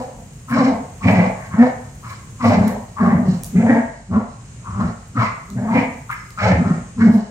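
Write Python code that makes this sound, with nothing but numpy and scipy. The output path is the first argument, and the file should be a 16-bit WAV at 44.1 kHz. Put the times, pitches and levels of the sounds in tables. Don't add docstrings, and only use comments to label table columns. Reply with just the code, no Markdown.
import sys
import numpy as np
from scipy import signal
from scipy.fft import rfft, irfft, next_fast_len
from scipy.io import wavfile
from scipy.ndimage import map_coordinates

SR = 44100
rng = np.random.default_rng(int(sys.argv[2]) if len(sys.argv) > 2 else 0)


def invert_db(level):
    return 10 ** (np.asarray(level, dtype=float) / 20)


def materialize(psi):
    bounded = np.clip(np.atleast_2d(psi).T, -1, 1)
    quanta = np.round(bounded * 32767).astype(np.int16)
    wavfile.write(sys.argv[1], SR, quanta)


N = 321930

# start_s, length_s, chest_db, half-rate rumble_db re chest, throat_db re chest
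GROWLS = [(-.05, 0.048, -29, -9, -1), (.03, .2, -50, -5, 0), (0.508, 0.092, -22, 1, -8),
          (0.584, .15, -18, -10, -7), (1.045, 0.14, -12, -6, -8.5), (1.178, .1, -18, -10, -8),
          (1.516, 0.045, -30, 3, -21), (1.558, 0.086, -10.5, -20, -10.5), (2.045, 0.084, -59, 24, 6),
          (2.431, .06, -16.5, -2, -4), (2.473, 0.23, -10, -14, -11), (3.0, .13, -8.5, -18, -18),
          (3.133, .21, -17, -6, -16), (3.553, .04, -8.5, -15, -25.5), (3.618, 0.15, -12, -10, -9.5),
          (4.118, 0.046, -9, -13.5, -20.5), (4.681, .08, -34, 10, -19), (4.771, .11, -19.5, 2, -16.5),
          (5.167, 0.059, -19, -0.5, -13), (5.49, 0.062, -33, -6, -26), (5.557, .08, -20, -3, -14),
          (5.64, .07, -15, -19.5, -20), (5.72, .08, -13, -9, -14.5), (6.4, .045, -27.5, 8.5, 7.5),
          (6.442, 0.11, -16, 2, -12), (6.58, 0.13, -14.5, -7.5, -20), (6.985, .04, -17, -1.5, -36),
          (7.025, .07, -9, -14, -20.5), (7.103, 0.087, -12.5, -28, -24)]
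# start_s, length_s, mouth_db, palate_db re mouth, teeth_db re mouth
PUFFS = [(-.05, 0.031, -36, -1.5, -10), (0.489, 0.039, -24.5, -8, -17), (.515, 0.16, -25.5, -5.5, -12.5),
         (1.019, .25, -33, 6, -8), (1.359, .1, -46, -2.5, -15), (1.511, 0.053, -35.5, -6, -36),
         (1.568, 0.085, -35, 6, -12), (2.034, 0.1, -38, -2, -11), (2.405, 0.13, -24, -4, -12),
         (2.591, 0.09, -38, 4.5, -8.5), (2.969, 0.18, -26.5, -7.5, -27), (3.236, 0.11, -46.5, -2, 0.5),
         (3.552, 0.12, -44.5, 9, -21), (3.658, 0.11, -41.5, 12.5, -15), (4.113, 0.088, -33.5, -12.5, -39),
         (4.646, 0.14, -30, -37, -46), (4.773, 0.12, -30, -19, -22), (5.163, 0.081, -21, -6.5, -19),
         (5.555, 0.18, -65.5, 19, -1), (5.677, 0.073, -29, -10.5, -23), (5.729, 0.059, -29.5, 3.5, -14.5),
         (6.101, 0.021, -25.5, -1.5, -36), (6.112, 0.049, -41.5, 1.5, -23), (6.381, 0.11, -26, 2.5, -10),
         (6.611, .12, -31.5, -13, -21.5), (6.985, 0.035, -32, 2.5, -9), (7.052, 0.22, -46.5, -12.5, -2.5)]
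# time_s, fold_rate_hz, mouth_hz, palate_hz
TRACT = [(0.52, 247.2, 1183, 1890), (0.72, 225.9, 1110, 1970), (1.07, 199.2, 1060, 2165),
         (1.53, 198.3, 1140, 1660), (1.63, 247.9, 1217, 1800), (2.45, 219.6, 1094, 2013),
         (3.0, 199.4, 1042, 1600), (3.57, 212.0, 1240, 2040), (3.72, 235.0, 1150, 1710),
         (4.15, 207.8, 1156, 1745), (4.68, 189.0, 1135, 1770), (5.16, 236.3, 1266, 1767),
         (5.27, 224.5, 1066, 2094), (5.62, 210.1, 1063, 1550), (5.78, 228.2, 972, 2150),
         (6.11, 206.0, 1212, 1926), (6.45, 197.4, 1230, 1924), (7.02, 232.1, 1142, 1674),
         (7.16, 216.5, 968, 1780)]
# centre_hz, width_hz (one pass), gain_db (one pass)
CHEST = [(165, 50, -3), (225, 80, 0)]
THROAT = [(497.5, 163, 3.32), (704, 117, 6.42), (902, 281, 1.16)]
PALATE = [(1683, 227, -0.83), (2231, 147, 0.33)]
TEETH = [(2870, 310, 6), (4080, 760, 7), (5290, 1220, 6.5), (7500, 2040, 1)]
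MOUTH_BANK = [950, 1100, 1270, 1470]
PALATE_BANK = [1600, 1800, 2030, 2300]
# lag_s, onset_db_per_s, onset_below_full_db, swell_s, sag_db_per_s, release_db_per_s
CHEST_SHAPE = (.001, 800, 6, .025, 15, 500)
RUMBLE_SHAPE = (.001, 800, 4, .02, 35, 400)
THROAT_SHAPE = (0.013, 800, 7.9, 0.038, 34.4, 223)
MOUTH_SHAPE = (.001, 1700, 6.4, 0.033, 57, 570)
PALATE_SHAPE = (.012, 1700, 6.8, 0.034, 38, 380)
TEETH_SHAPE = (0.012, 580, 14.5, 0.054, 55, 260)
HISS_SHAPE = (.001, 900, 4.3, 0.021, 100, 380)
# time_s, pitch_hz, level_db (peak, about which it wavers)
SQUEAK = [(6.14, 5350, -59), (6.18, 5420, -50.5), (6.27, 5040, -62)]
# start_s, level_db (relative), ring_hz, left_minus_right_db
CLAWS = [(2.6783, -34, 11340, -15), (2.681, -27.5, 11600, -1.5), (3.435, -22.5, 10700, -4.5),
         (3.445, -29, 7000, 0), (3.4645, -34, 13000, -6), (5.082, -50, 8400, -12),
         (5.502, -41.5, 6800, -20), (6.1125, -43, 7330, 0), (6.306, -36, 5160, 2.5)]
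# start_s, level_db (relative), board_hz
PAW = [(3.283, -13.5, 177)]
# time_s, level_db
STIR = [(0, -59.5), (3.4, -57.5), (4.0, -81), (5.8, -59), (6.45, -60.5), (6.7, -89)]
# start_s, length_s, level_db
BRIGHT_HISSES = [(0.493, 0.025, -42.5), (1.104, 0.032, -45.5), (2.08, 0.047, -48), (2.444, .06, -45.5),
                 (2.692, 0.038, -45), (3.432, .04, -42.5), (5.173, 0.1, -59), (6.11, .03, -45),
                 (6.286, 0.027, -51.5), (7.128, 0.043, -47.5)]
# pitch_hz, level_db (relative)
RUSTLE_COLOUR = [(5000, -26), (6300, -6.5), (8000, -3.5), (11500, -7), (15500, -10)]
# pitch_hz, t60_s
ROOM_DECAY = [(100, 0.22), (400, 0.44), (1200, 0.64), (3000, 0.53), (10000, 0.3)]
# pitch_hz, correlation (no unit)
ALIKE = [(100, 0.99), (400, 0.93), (900, 0.1), (2000, 0.054), (6000, 0.048)]
# pitch_hz, level_db (relative)
HOUSE_COLOUR = [(25, -84), (50, -56.5), (65, -64.5), (120, -55.5), (200, -65), (310, -78), (1000, -85),
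                (2500, -87.5), (4500, -99), (5900, -91.5), (6300, -83), (7500, -83.5), (9500, -91.5),
                (10000, -110), (15500, -115)]
# pitch_hz, left_minus_right_db
SHADE = [(600, .5), (1200, 6), (2500, -5.5), (8000, -14), (13000, 20.5)]


def dog():
    chest_db, rumble_db, throat_db, mouth_db, palate_db, teeth_db = effort()
    rate_hz, mouth_hz, palate_hz = curves(TRACT)
    rough = np.clip((rumble_db + 24) / 16, 0.35, 1)
    pulses, phase = folds(rate_hz, jitter=0.11 * rough, scatter_db=3.5, alternate_db=5)
    throb = invert_db(6 * np.tanh(0.8 * wobble(65)))

    tone = np.sin(2 * np.pi * phase) + 0.07 * np.sin(4 * np.pi * phase)
    chest_ring = unit(filtered(pulses * throb, twice(CHEST)))
    chest = unit(throb * tone + 0.8 * rough * chest_ring)
    rumble = unit(invert_db(3.8 * wobble(50)) * np.sin(np.pi * phase + 1.7 * wobble(28)))

    breath = rng.standard_normal((3, N)) * (0.68 + np.cos(np.pi * phase / 2) ** 4)
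    flutter = invert_db(3.68 * np.array([wobble(60), wobble(60), wobble(60)]))
    pulse_share = [[0.88], [0.75], [0.65]]
    breath_share = [[0.5], [0.65], [0.75]]
    rasp = flutter * (unit(pulses) * pulse_share + unit(breath) * breath_share)

    throat = unit(filtered(rasp[0], twice(THROAT)))
    mouth = moving(rasp[1], mouth_hz, MOUTH_BANK, sharp=0.18)
    roof = moving(rasp[2], palate_hz, PALATE_BANK, sharp=0.14)
    roof = unit(roof + 0.7 * unit(filtered(rasp[2], twice(PALATE))))
    upper = invert_db(throat_db) * throat + invert_db(mouth_db) * mouth + invert_db(palate_db) * roof
    air = unit(filtered(rng.standard_normal(N) * invert_db(2.2 * wobble(90)), twice(TEETH)))

    voice = invert_db(chest_db + 1.5) * (chest + invert_db(rumble_db) * rumble)
    voice = voice + invert_db(3.5) * upper + invert_db(teeth_db + 1.5) * air
    return filtered(voice, lambda hz: 1 / (1 - 1j * 60 / (hz + 1)) ** 3)


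def effort():
    s, length, chest, rumble, throat = np.transpose(GROWLS)
    chest_db = bursts(s, length, chest, CHEST_SHAPE)
    rumble_db = bursts(s, length, chest + rumble, RUMBLE_SHAPE) - chest_db
    throat_db = bursts(s, length, chest + throat, THROAT_SHAPE)
    s, length, mouth, palate, teeth = np.transpose(PUFFS)
    mouth_db = bursts(s, length, mouth, MOUTH_SHAPE)
    palate_db = bursts(s, length, mouth + palate, PALATE_SHAPE)
    puff_db = bursts(s, length, mouth + teeth, TEETH_SHAPE)
    teeth_db = 10 * np.log10(invert_db(puff_db) ** 2 + invert_db(-64.5) ** 2)
    return chest_db, rumble_db, throat_db, mouth_db, palate_db, teeth_db


def folds(rate_hz, jitter, scatter_db, alternate_db):
    phase = np.cumsum(rate_hz * (1 + jitter * wobble(70))) / SR
    closures = np.flatnonzero(np.diff(np.floor(phase)))
    size_db = scatter_db * rng.standard_normal(N)[closures]
    size_db = size_db - alternate_db * (np.arange(len(closures)) % 2)
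    pulses = np.zeros(N)
    pulses[closures] = invert_db(size_db)
    return pulses, phase


def moving(x, centre_hz, bank_hz, sharp):
    near = [np.exp(-(np.log(centre_hz / hz) / 0.089) ** 2) for hz in bank_hz]
    rings = [filtered(x, twice([(hz, sharp * hz, 0)])) for hz in bank_hz]
    return unit(sum(k * ring for k, ring in zip(near, rings)) / sum(near))


def squeak():
    hz, level_db = curves(SQUEAK)
    t = np.arange(N) / SR
    sliding = (t > SQUEAK[0][0]) & (t < SQUEAK[-1][0])
    phase = np.cumsum(hz * (1 + 0.019 * wobble(250))) / SR
    return sliding * invert_db(level_db + 6.6 * wobble(78)) * np.sin(2 * np.pi * phase)


def feet():
    out, t = np.zeros((2, N + SR)), np.arange(SR // 10) / SR
    for s, db, hz, pan_db in CLAWS:
        strike = np.sin(2 * np.pi * hz * t) + 1.9 * rng.standard_normal(len(t))
        tick = filtered(invert_db(-60 * t / 0.0072) * strike, modes([(hz, 0.86 * hz, 0)]))
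        side_db = np.array([[0.5], [-0.5]]) * pan_db
        out[:, round(s * SR):][:, :len(t)] += invert_db(db + 0.5 + side_db) * tick
    for s, db, hz in PAW:
        swell = 1 - np.exp(-t / 0.003)
        thud = invert_db(-60 * t / 0.072) * swell * np.sin(2 * np.pi * hz * t)
        out[:, round(s * SR):][:, :len(t)] += invert_db(db + 11.5) * thud
    return out[:, :N]


def rustle():
    stir_db, = curves(STIR)
    grains = rng.standard_normal((2, N)) * invert_db(1.5 * wobble(25) + 2.5 * wobble(400))
    hiss_db = bursts(*np.transpose(BRIGHT_HISSES), HISS_SHAPE)
    level = np.hypot(invert_db(stir_db), invert_db(hiss_db))
    return level * unit(filtered(grains, lambda hz: invert_db(along(RUSTLE_COLOUR, hz))))


def room(x, hop=SR // 4):
    out = np.zeros((2, N + 2 * SR))
    padded = np.pad(x, (hop, 2 * hop))
    for start in range(-hop, N, hop):
        hz, t, z = signal.stft(rng.standard_normal((2, SR * 3 // 4)), SR, nperseg=256)
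        decay = invert_db(-60 * t / along(ROOM_DECAY, hz)[:, None])
        tail = signal.istft(z * decay, SR, nperseg=256)[1]
        piece = padded[start + hop:start + 3 * hop] * signal.windows.hann(2 * hop, sym=False)
        wet = signal.fftconvolve(piece[None], tail / np.linalg.norm(tail[0]), axes=1)
        out[:, start + hop:][:, :wet.shape[1]] += wet
    return diffuse(out[:, hop - 300:hop - 300 + N])


def house():
    noise = filtered(rng.standard_normal((2, N)), lambda hz: invert_db(along(HOUSE_COLOUR, hz)))
    return invert_db(-38 + 1.5 * wobble(2.2)) * unit(diffuse(noise))


def diffuse(pair):
    def turn(hz):
        return np.arccos(np.clip(along(ALIKE, hz), -1, 1)) / 2
    mid, side = filtered(pair, lambda hz: np.array([np.cos(turn(hz)), np.sin(turn(hz))]))
    return np.array([mid + side, mid - side])


def bursts(onset_s, length_s, level_db, shape):
    lag_s, onset_rate, step_db, swell_s, sag, release = shape
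    t = np.arange(0, N, 32) / SR
    age, length_s = t - onset_s[:, None] - lag_s, length_s[:, None]
    down_db = onset_rate * np.maximum(-age, 0)
    down_db = down_db + step_db * np.clip(1 - age / swell_s, 0, 1)
    down_db = down_db + sag * np.clip(age, 0, length_s)
    down_db = down_db + release * np.maximum(age - length_s, 0)
    power = np.sum(invert_db(level_db[:, None] - down_db) ** 2, 0) + 1e-10
    return np.interp(np.arange(N) / SR, t, 10 * np.log10(power))


def curves(rows):
    s, *cols = np.transpose(rows)
    return [np.interp(np.arange(N) / SR, s, c) for c in cols]


def wobble(rate):
    knots = rng.standard_normal(int(N * rate / SR) + 4)
    return map_coordinates(knots, [np.arange(N) * rate / SR])


def modes(table):
    def response(f):
        return sum((-1) ** k * invert_db(db) * 1j * f * w / (c * c - f * f + 1j * f * w)
                   for k, (c, w, db) in enumerate(table))
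    return response


def twice(table):
    return lambda f: modes(table)(f) ** 2


def filtered(x, response):
    m = next_fast_len(x.shape[-1] + 8192)
    spectrum = rfft(x, m) * response(np.fft.rfftfreq(m, 1 / SR))
    return irfft(spectrum, m)[..., :x.shape[-1]]


def along(points, hz):
    f, v = np.transpose(points)
    return np.interp(np.log(hz + 1), np.log(f + 1), v)


def unit(x):
    return x / np.sqrt(np.mean(x ** 2) + 1e-20)


def scene():
    voice, steps = dog() + squeak(), feet()
    side = np.array([[1], [-1]]) / 2
    lag_s = 0.00015

    def path(hz):
        return invert_db(side * along(SHADE, hz)) * np.exp(-2j * np.pi * hz * lag_s * side)
    ports = filtered(voice, path)
    answer = room(invert_db(-2.0) * voice + steps.mean(0))
    return ports + steps + answer + rustle() + house()


def low_pass(x):
    return signal.sosfilt(signal.butter(12, 16360, fs=SR, output="sos"), x)


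def record(dry):
    held = dry / (1 + np.abs(dry / 0.92) ** 8) ** (1 / 8)
    mix = filtered(held, lambda hz: hz < 15830)
    return low_pass(mix)


dry = scene()
out = record(dry)
materialize(out)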